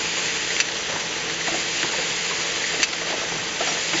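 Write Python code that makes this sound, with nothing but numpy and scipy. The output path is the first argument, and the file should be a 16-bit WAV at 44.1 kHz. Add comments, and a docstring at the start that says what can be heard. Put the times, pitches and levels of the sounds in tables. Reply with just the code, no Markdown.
"""Motor hum, conveyor noise and hissing air fill a workshop, close to a pneumatic bottle capping machine.
Plastic bottles knock hollowly along the rail, a latch ticks and sliding parts scuff. About every 2.2 s
the capping head returns with a sharp metal clack that ends the hiss and ducks the microphone's gain.
Between clacks the air starts again and a clamp snaps shut with a thump from the bottle.
Late on, the frame rumbles as parts move and the air briefly whistles."""
import sys
import numpy as np
from scipy import signal
from scipy.fft import rfft, irfft
from scipy.io import wavfile
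from scipy.ndimage import uniform_filter1d

SR = 44100
rng = np.random.default_rng(int(sys.argv[2]) if len(sys.argv) > 2 else 0)


def persist_wave(psi):
    """Save psi, clipped to +-1, as 16-bit WAV."""
    counts = np.round(np.clip(psi, -1, 1) * 32767).astype(np.int16)
    wavfile.write(sys.argv[1], SR, np.atleast_2d(counts).T)


N = 176400


def amp(db):
    """Amplitude ratio of a level in decibels."""
    return 10 ** (np.asarray(db) / 20)


def unit(x):
    """Normalisation to rms 1."""
    return x / np.sqrt(np.mean(abs(x) ** 2) + 1e-20)


def seconds(size):
    """Time axis of size samples."""
    return np.arange(size) / SR


def add(mix, start, sound):
    """Superposition: a sound joins the mix at start seconds."""
    part = mix[max(round(start * SR), 0):][:len(sound)]
    part += sound[:len(part)]


def dying(t, t60):
    """Exponential damping: the level falls 60 dB in t60 seconds."""
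    return np.exp(-np.log(1000) * t / t60)


def struck(t, rise_s, t60):
    """Impact envelope: a linear rise, then exponential decay."""
    return np.minimum(t / rise_s, 1) * dying(np.maximum(t - rise_s, 0), t60)


def arch(length):
    """Half-sine envelope lasting length seconds."""
    return np.sin(np.pi * np.arange(0, length, 1 / SR) / length)


def noise(spectrum, size):
    """Spectral shaping: noise of rms 1 follows a table interpolated in log frequency."""
    hz, db = np.transpose(spectrum)
    bins_hz = np.fft.rfftfreq(size, 1 / SR)
    gain = amp(np.interp(np.log(bins_hz + 1), np.log(hz + 1), db))
    return unit(irfft(rfft(rng.standard_normal(size)) * gain, size))


def drift(rate_hz):
    """Low-pass noise: slow random motion of rms 1."""
    lowpass = np.exp(-(np.fft.rfftfreq(N, 1 / SR) / rate_hz) ** 2)
    return unit(irfft(rfft(rng.standard_normal(N)) * lowpass, N))


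def turbulence(spectrum, patch_db, flicker_db):
    """Turbulent noise fluctuates in small time-frequency patches and in overall level."""
    cells = signal.stft(noise(spectrum, N), nperseg=512, noverlap=384)[2]
    patches = uniform_filter1d(rng.standard_normal(cells.shape), size=7, axis=0)
    patches = unit(uniform_filter1d(patches, size=12, axis=1))
    rush = signal.istft(cells * amp(patch_db * patches), nperseg=512, noverlap=384)[1][:N]
    return unit(rush * amp(flicker_db * drift(rate_hz=18)))


def resonance(hz, t, width_hz):
    """Phase diffusion: a random walk in phase broadens a tone into a narrow band."""
    walk = np.cumsum(rng.standard_normal(len(t))) * np.sqrt(2 * np.pi * width_hz / SR)
    wander = signal.lfilter(*signal.butter(2, 2 * width_hz, fs=SR), walk)
    return np.sqrt(2) * np.sin(2 * np.pi * (hz * t + rng.random()) + wander)


def ring(modes, t):
    """Free vibration of a struck part: a sum of damped modes."""
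    return sum(amp(db) * dying(t, t60) * np.sin(2 * np.pi * (hz * t + rng.random()))
               for hz, db, t60 in modes)


def crack(hz, t, width_s=0.00031):
    """Hard contact radiates a pulse of a cycle or two."""
    return np.exp(-((t - width_s) / width_s) ** 2) * np.sin(2 * np.pi * hz * (t - width_s))


def swells(events, spectrum):
    """Amplitude modulation: noise rises and fades once for each event."""
    out = np.zeros(N)
    for start, db, length in events:
        swell = arch(length)
        add(out, start, amp(db) * swell * noise(spectrum, size=32768)[:len(swell)])
    return out


# Motor and gear tones. Each row: frequency in Hz, level in dB, rms waver in Hz.
MOTOR_TONES = [(50, -58, .3), (166.9, -48.5, .8), (214.7, -56.5, 1), (337, -50.5, 1.3), (426.5, -48, 1.5),
               (459, -46, 1.54), (508, -53, 1.1), (584.4, -53.5, 4), (858, -50, 2.5), (1550.5, -51, 1),
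               (2625, -47, 10)]

def motors(flutter_db=2):
    """Periodic motion of the drive radiates tones that waver in pitch and level."""
    out = np.zeros(N)
    for hz, db, waver_hz in MOTOR_TONES:
        turns = np.cumsum(hz + waver_hz * drift(rate_hz=9)) / SR + rng.random()
        out += amp(db + flutter_db * drift(rate_hz=15)) * np.sqrt(2) * np.sin(2 * np.pi * turns)
    return out


# Conveyor and workshop noise. Each row: frequency in Hz, relative spectral density in dB.
CONVEYOR_SPECTRUM = [(25, -38.5), (40, -30), (62, -16), (90, -13), (140, -7.5), (250, -9.5), (320, -3),
                     (375, -7.5), (450, -2.5), (560, -6), (780, -7), (1170, -7), (1550, -6), (1900, -1.5),
                     (2300, -4.5), (3200, -3), (3800, -7.5), (4900, -6.5), (6000, -5), (6500, -7),
                     (7400, -10)]
# Grit of rattles, ticks and scuffs. Each row: frequency in Hz, relative spectral density in dB.
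GRIT_SPECTRUM = [(80, -34.5), (300, -7), (1300, -6.5), (2000, 3), (2600, 1), (4000, 0), (7400, -7.5)]

def conveyor(rattles_per_s=120):
    """Small rattles arrive as a Poisson process over steady running noise."""
    hits = rng.random(N) < rattles_per_s / SR
    strength_db = 2.5 * np.minimum(rng.exponential(1, N), 3)
    bursts = signal.oaconvolve(hits * amp(strength_db), dying(seconds(2000), t60=0.045))[:N]
    running = turbulence(CONVEYOR_SPECTRUM, patch_db=0.9, flicker_db=0.52)
    rattles = unit(bursts * noise(GRIT_SPECTRUM, N))
    return amp(-25) * running + amp(-36.5) * rattles


# Valve openings. Each row: start in seconds, end in seconds, level in dB.
AIR_FLOWS = [(-.1, 0.621, -26), (1.441, 1.898, -26), (1.908, 2.846, -27), (3.59, 4.1, -26)]
# Air hiss. Each row: frequency in Hz, relative spectral density in dB.
HISS_SPECTRUM = [(300, -32), (1100, -19.5), (1900, 1), (2700, 1.5), (3300, -0.5), (4000, -3), (4900, 0),
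                 (5900, -8), (6900, 1.5), (7500, -6)]

def air(valve_s=0.005):
    """Turbulence: compressed air hisses while the valve is open."""
    t = seconds(N)
    flow = sum(amp(db) * (np.clip((t - start) / valve_s, 0, 1) - np.clip((t - end) / valve_s, 0, 1))
               for start, end, db in AIR_FLOWS)
    return flow * turbulence(HISS_SPECTRUM, patch_db=1, flicker_db=0.6)


# Bottle knocks. Each row: start in seconds, level in dB, pitch in Hz, T60 in seconds,
# relative overtone level in dB.
BOTTLE_KNOCKS = [(.168, -28.5, 1100, 0.17, -6), (.893, -29, 580, .1, -10), (0.921, -30, 555, .1, -15),
                 (.926, -33, 352, 0.11, -9), (.957, -25.5, 950, .1, -10), (1.473, -26, 994, .035, -11),
                 (1.479, -22.5, 681, .07, -8), (1.516, -25.5, 339, 0.14, -15), (1.541, -22, 729, 0.13, -13),
                 (1.575, -31, 344, 0.15, -12), (1.934, -24.5, 898, 0.073, -12), (1.946, -28, 652, .08, -14),
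                 (1.984, -23.5, 490, 0.086, -13), (1.995, -32, 710, .06, -11),
                 (2.309, -25, 1094, 0.087, -12.5), (2.734, -27, 594, .1, -15), (2.79, -25.5, 337, 0.13, -8),
                 (3.014, -26.5, 594, .06, -9), (3.068, -26.5, 624, .07, -11), (3.1, -25.5, 660, 0.054, -12),
                 (3.122, -25, 940, 0.09, -14), (3.136, -21.5, 622, 0.1, -22),
                 (3.178, -27.5, 443, 0.078, -14), (3.215, -23.5, 694, .06, -6), (3.233, -28, 674, .08, -13),
                 (3.319, -26.5, 813, .08, -14), (3.605, -19.5, 711, 0.12, -10), (3.671, -22, 705, 0.08, -8),
                 (3.686, -26.5, 698, 0.1, -8), (3.716, -26.5, 703, .07, -13), (3.77, -30, 673, .08, -10)]
# A bottle's lower modes. Each row: frequency as a multiple of the pitch, relative level in dB.
BOTTLE_MODES = [(0.481, -13.5), (1, -3.5)]
# A bottle's dull contact. Each row: frequency in Hz, relative spectral density in dB.
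BUMP_SPECTRUM = [(80, -34), (200, -16), (320, -1), (700, -0.5), (1400, -8), (2500, -5.5), (7000, -29.5)]

def bottles(overtone_ratio=1.9, rise_s=0.003):
    """Impacts on each other and on the rail excite the hollow resonances of plastic bottles."""
    out, t = np.zeros(N), seconds(9000)
    for start, db, hz, t60, overtone_db in BOTTLE_KNOCKS:
        modes = BOTTLE_MODES + [(overtone_ratio, overtone_db)]
        hollow = sum(amp(mode_db) * resonance(hz * ratio, t, width_hz=86) for ratio, mode_db in modes)
        contact = amp(-8) * noise(BUMP_SPECTRUM, len(t)) * struck(t, rise_s, t60=0.17)
        add(out, start, amp(db) * (contact + hollow * struck(t, rise_s, t60)))
    return out


# Latch ticks. Each row: start in seconds, level in dB.
LATCH_TICKS = [(.293, -25), (.504, -20.5), (1.411, -24), (1.471, -19.5), (2.641, -20), (2.797, -25)]
# The latch's modes. Each row: frequency in Hz, relative level in dB, T60 in seconds.
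LATCH_MODES = [(1960, 3, 0.044), (1834, -2.5, 0.05), (2150, -4, 0.039), (2680, -11, .03),
               (3180, -11, 0.032)]

def latch(rise_s=0.00085):
    """Light, gritty impacts excite the quickly damped modes of the latch."""
    out, t = np.zeros(N), seconds(5000)
    for start, db in LATCH_TICKS:
        grit = amp(-4.5) * noise(GRIT_SPECTRUM, len(t)) * dying(t, t60=0.029)
        add(out, start, amp(db) * (ring(LATCH_MODES, t) + grit) * np.minimum(t / rise_s, 1))
    return out


# Scuffs of sliding parts. Each row: start in seconds, level at the crest in dB, length in seconds.
SLIDES = [(.562, -23.5, .011), (.584, -26, 0.02), (.684, -22.5, 0.01), (.711, -26, 0.017),
          (.866, -24.5, 0.011), (.89, -25.5, 0.026), (2.785, -28, 0.034), (2.815, -22.5, 0.019),
          (2.926, -19, 0.016), (3.06, -25.5, 0.073), (3.93, -22, 0.18)]

def scuffs():
    """Sliding friction makes short swells of broadband noise."""
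    return swells(SLIDES, GRIT_SPECTRUM)


# Clacks of the head. Each row: start in seconds, level in dB, rebound delay in seconds,
# relative rebound level in dB, relative ring level in dB.
HEAD_CLACKS = [(0.6018, -11, 0.0076, -5, -2), (2.8303, -9, 0.0068, -3.5, -3)]
# The head's modes. Each row: frequency in Hz, relative level in dB, T60 in seconds.
HEAD_MODES = [(1730, -9.5, .03), (1993, -11, 0.077), (2623, -4, 0.1), (2870, -14, .035), (3740, -5, 0.039),
              (4220, -6.5, 0.03), (4680, -1.5, 0.052), (5960, -1, 0.052), (7174, -8.5, 0.079)]
# Metal clatter. Each row: frequency in Hz, relative spectral density in dB.
CLATTER_SPECTRUM = [(80, -40), (300, -19), (1100, -9), (1800, 1), (2600, 6), (3400, -2), (4600, 7),
                    (5400, 2), (6100, 6.5), (6600, -5), (7400, -1)]

def capping_head(crack_hz=2300, rise_s=0.00086):
    """Elastic collision: the head hits its stop, rebounds once and rings briefly."""
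    out, t = np.zeros(N), seconds(8000)
    contact = amp(6.5) * crack(crack_hz, t)
    for start, db, rebound_s, rebound_db, ring_db in HEAD_CLACKS:
        for delay, hit_db in (0, 0), (rebound_s, rebound_db):
            clatter = noise(CLATTER_SPECTRUM, len(t)) * struck(t, rise_s, t60=0.059)
            add(out, start + delay, amp(db + hit_db) * (contact + clatter))
        add(out, start, amp(db + ring_db) * ring(HEAD_MODES, t) * np.minimum(t / rise_s, 1))
    return out


# Clamp snaps. Each row: start in seconds, snap level in dB, snap pitch in Hz, thump level in dB.
CLAMP_SNAPS = [(1.8293, -8, 2500, -24), (3.934, -10, 1680, -27)]
# Rattle after a snap. Each row: frequency in Hz, relative spectral density in dB.
RATTLE_SPECTRUM = [(100, -28), (400, -13), (1300, 2), (2100, 2.5), (3800, -4), (5000, -10.5)]
# The clamped bottle's thump. Each row: frequency in Hz, relative spectral density in dB.
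THUMP_SPECTRUM = [(60, -39), (140, -13.5), (240, -12.5), (300, 2.5), (360, 1.5), (450, -23.5), (900, -10),
                  (2500, -39)]

def clamp():
    """Impulsive excitation: the clamp snaps shut and the bottle answers with a low thump."""
    out, t = np.zeros(N), seconds(9000)
    for start, snap_db, hz, thump_db in CLAMP_SNAPS:
        rattle = amp(-7) * noise(RATTLE_SPECTRUM, len(t)) * dying(t, t60=0.045)
        thump = noise(THUMP_SPECTRUM, len(t)) * struck(t, rise_s=0.018, t60=0.063)
        add(out, start, amp(snap_db) * (crack(hz, t) + rattle) + amp(thump_db) * thump)
    return out


# Frame rumbles. Each row: start in seconds, level at the crest in dB, length in seconds.
FRAME_RUMBLES = [(3.24, -37.5, 0.24), (3.66, -45, .16), (3.92, -32, 0.1)]
# The frame's response. Each row: frequency in Hz, relative spectral density in dB.
FRAME_SPECTRUM = [(50, -32), (100, -18), (150, -1), (220, -6), (400, -11), (900, -8), (3000, -52)]

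def frame():
    """Structure-borne sound: moving parts make the frame rumble."""
    return swells(FRAME_RUMBLES, FRAME_SPECTRUM)


# Air whistle. Each row: start in seconds, level at the crest in dB, length in seconds.
AIR_WHISTLES = [(3.675, -27, .045)]

def whistle(hz=5660):
    """A flow-excited tone: the air whistles briefly as pressure builds."""
    out = np.zeros(N)
    for start, db, length in AIR_WHISTLES:
        swell = arch(length)
        tone = resonance(hz, seconds(16384), width_hz=45)
        add(out, start, amp(db) * swell * tone[:len(swell)])
    return out


def workshop(direct, reverb_db=-16, build_s=0.012):
    """Reverberation: reflections from the walls add a diffuse tail to the direct sound."""
    t = seconds(SR)
    tail = rng.standard_normal(SR) * dying(t, t60=0.35) * np.minimum(t / build_s, 1)
    return direct + amp(reverb_db) * signal.fftconvolve(direct, tail / np.linalg.norm(tail))[:N]


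def scene():
    """Superposition of all sources at one microphone, the same in both channels."""
    strokes = capping_head() + latch() + clamp() + bottles() + scuffs() + frame()
    mono = motors() + conveyor() + air() + whistle() + workshop(strokes)
    return np.array([mono, mono])


def record(dry):
    """Dynamic compression ducks the gain after loud clacks; a notch and a low-pass filter follow."""
    threshold_db, duck_db_per_db, fall_db_per_s = -19.5, 0.38, 46
    notch_hz, notch_width_hz, notch_floor_db, cutoff_hz = 5405, 400, -20, 7520
    power = signal.lfilter(*signal.butter(1, 14, fs=SR), (dry ** 2).mean(0))
    level_db = 10 * np.log10(abs(power) + 1e-12)
    fall_db = seconds(N) * fall_db_per_s
    held_db = np.maximum.accumulate(level_db + fall_db) - fall_db  # each peak sinks at a steady rate
    excess_db = np.maximum(held_db - threshold_db, 0)
    ducked = dry / amp(duck_db_per_db * signal.lfilter(*signal.butter(1, 40, fs=SR), excess_db))
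    notched = signal.lfilter(*signal.iirnotch(notch_hz, notch_hz / notch_width_hz, fs=SR), ducked)
    notched += amp(notch_floor_db) * (ducked - notched)
    lowpass = signal.firwin(1023, cutoff_hz, window=("kaiser", 9), fs=SR)
    return signal.oaconvolve(notched, lowpass[None], "same")


dry = scene()
out = record(dry)
persist_wave(out)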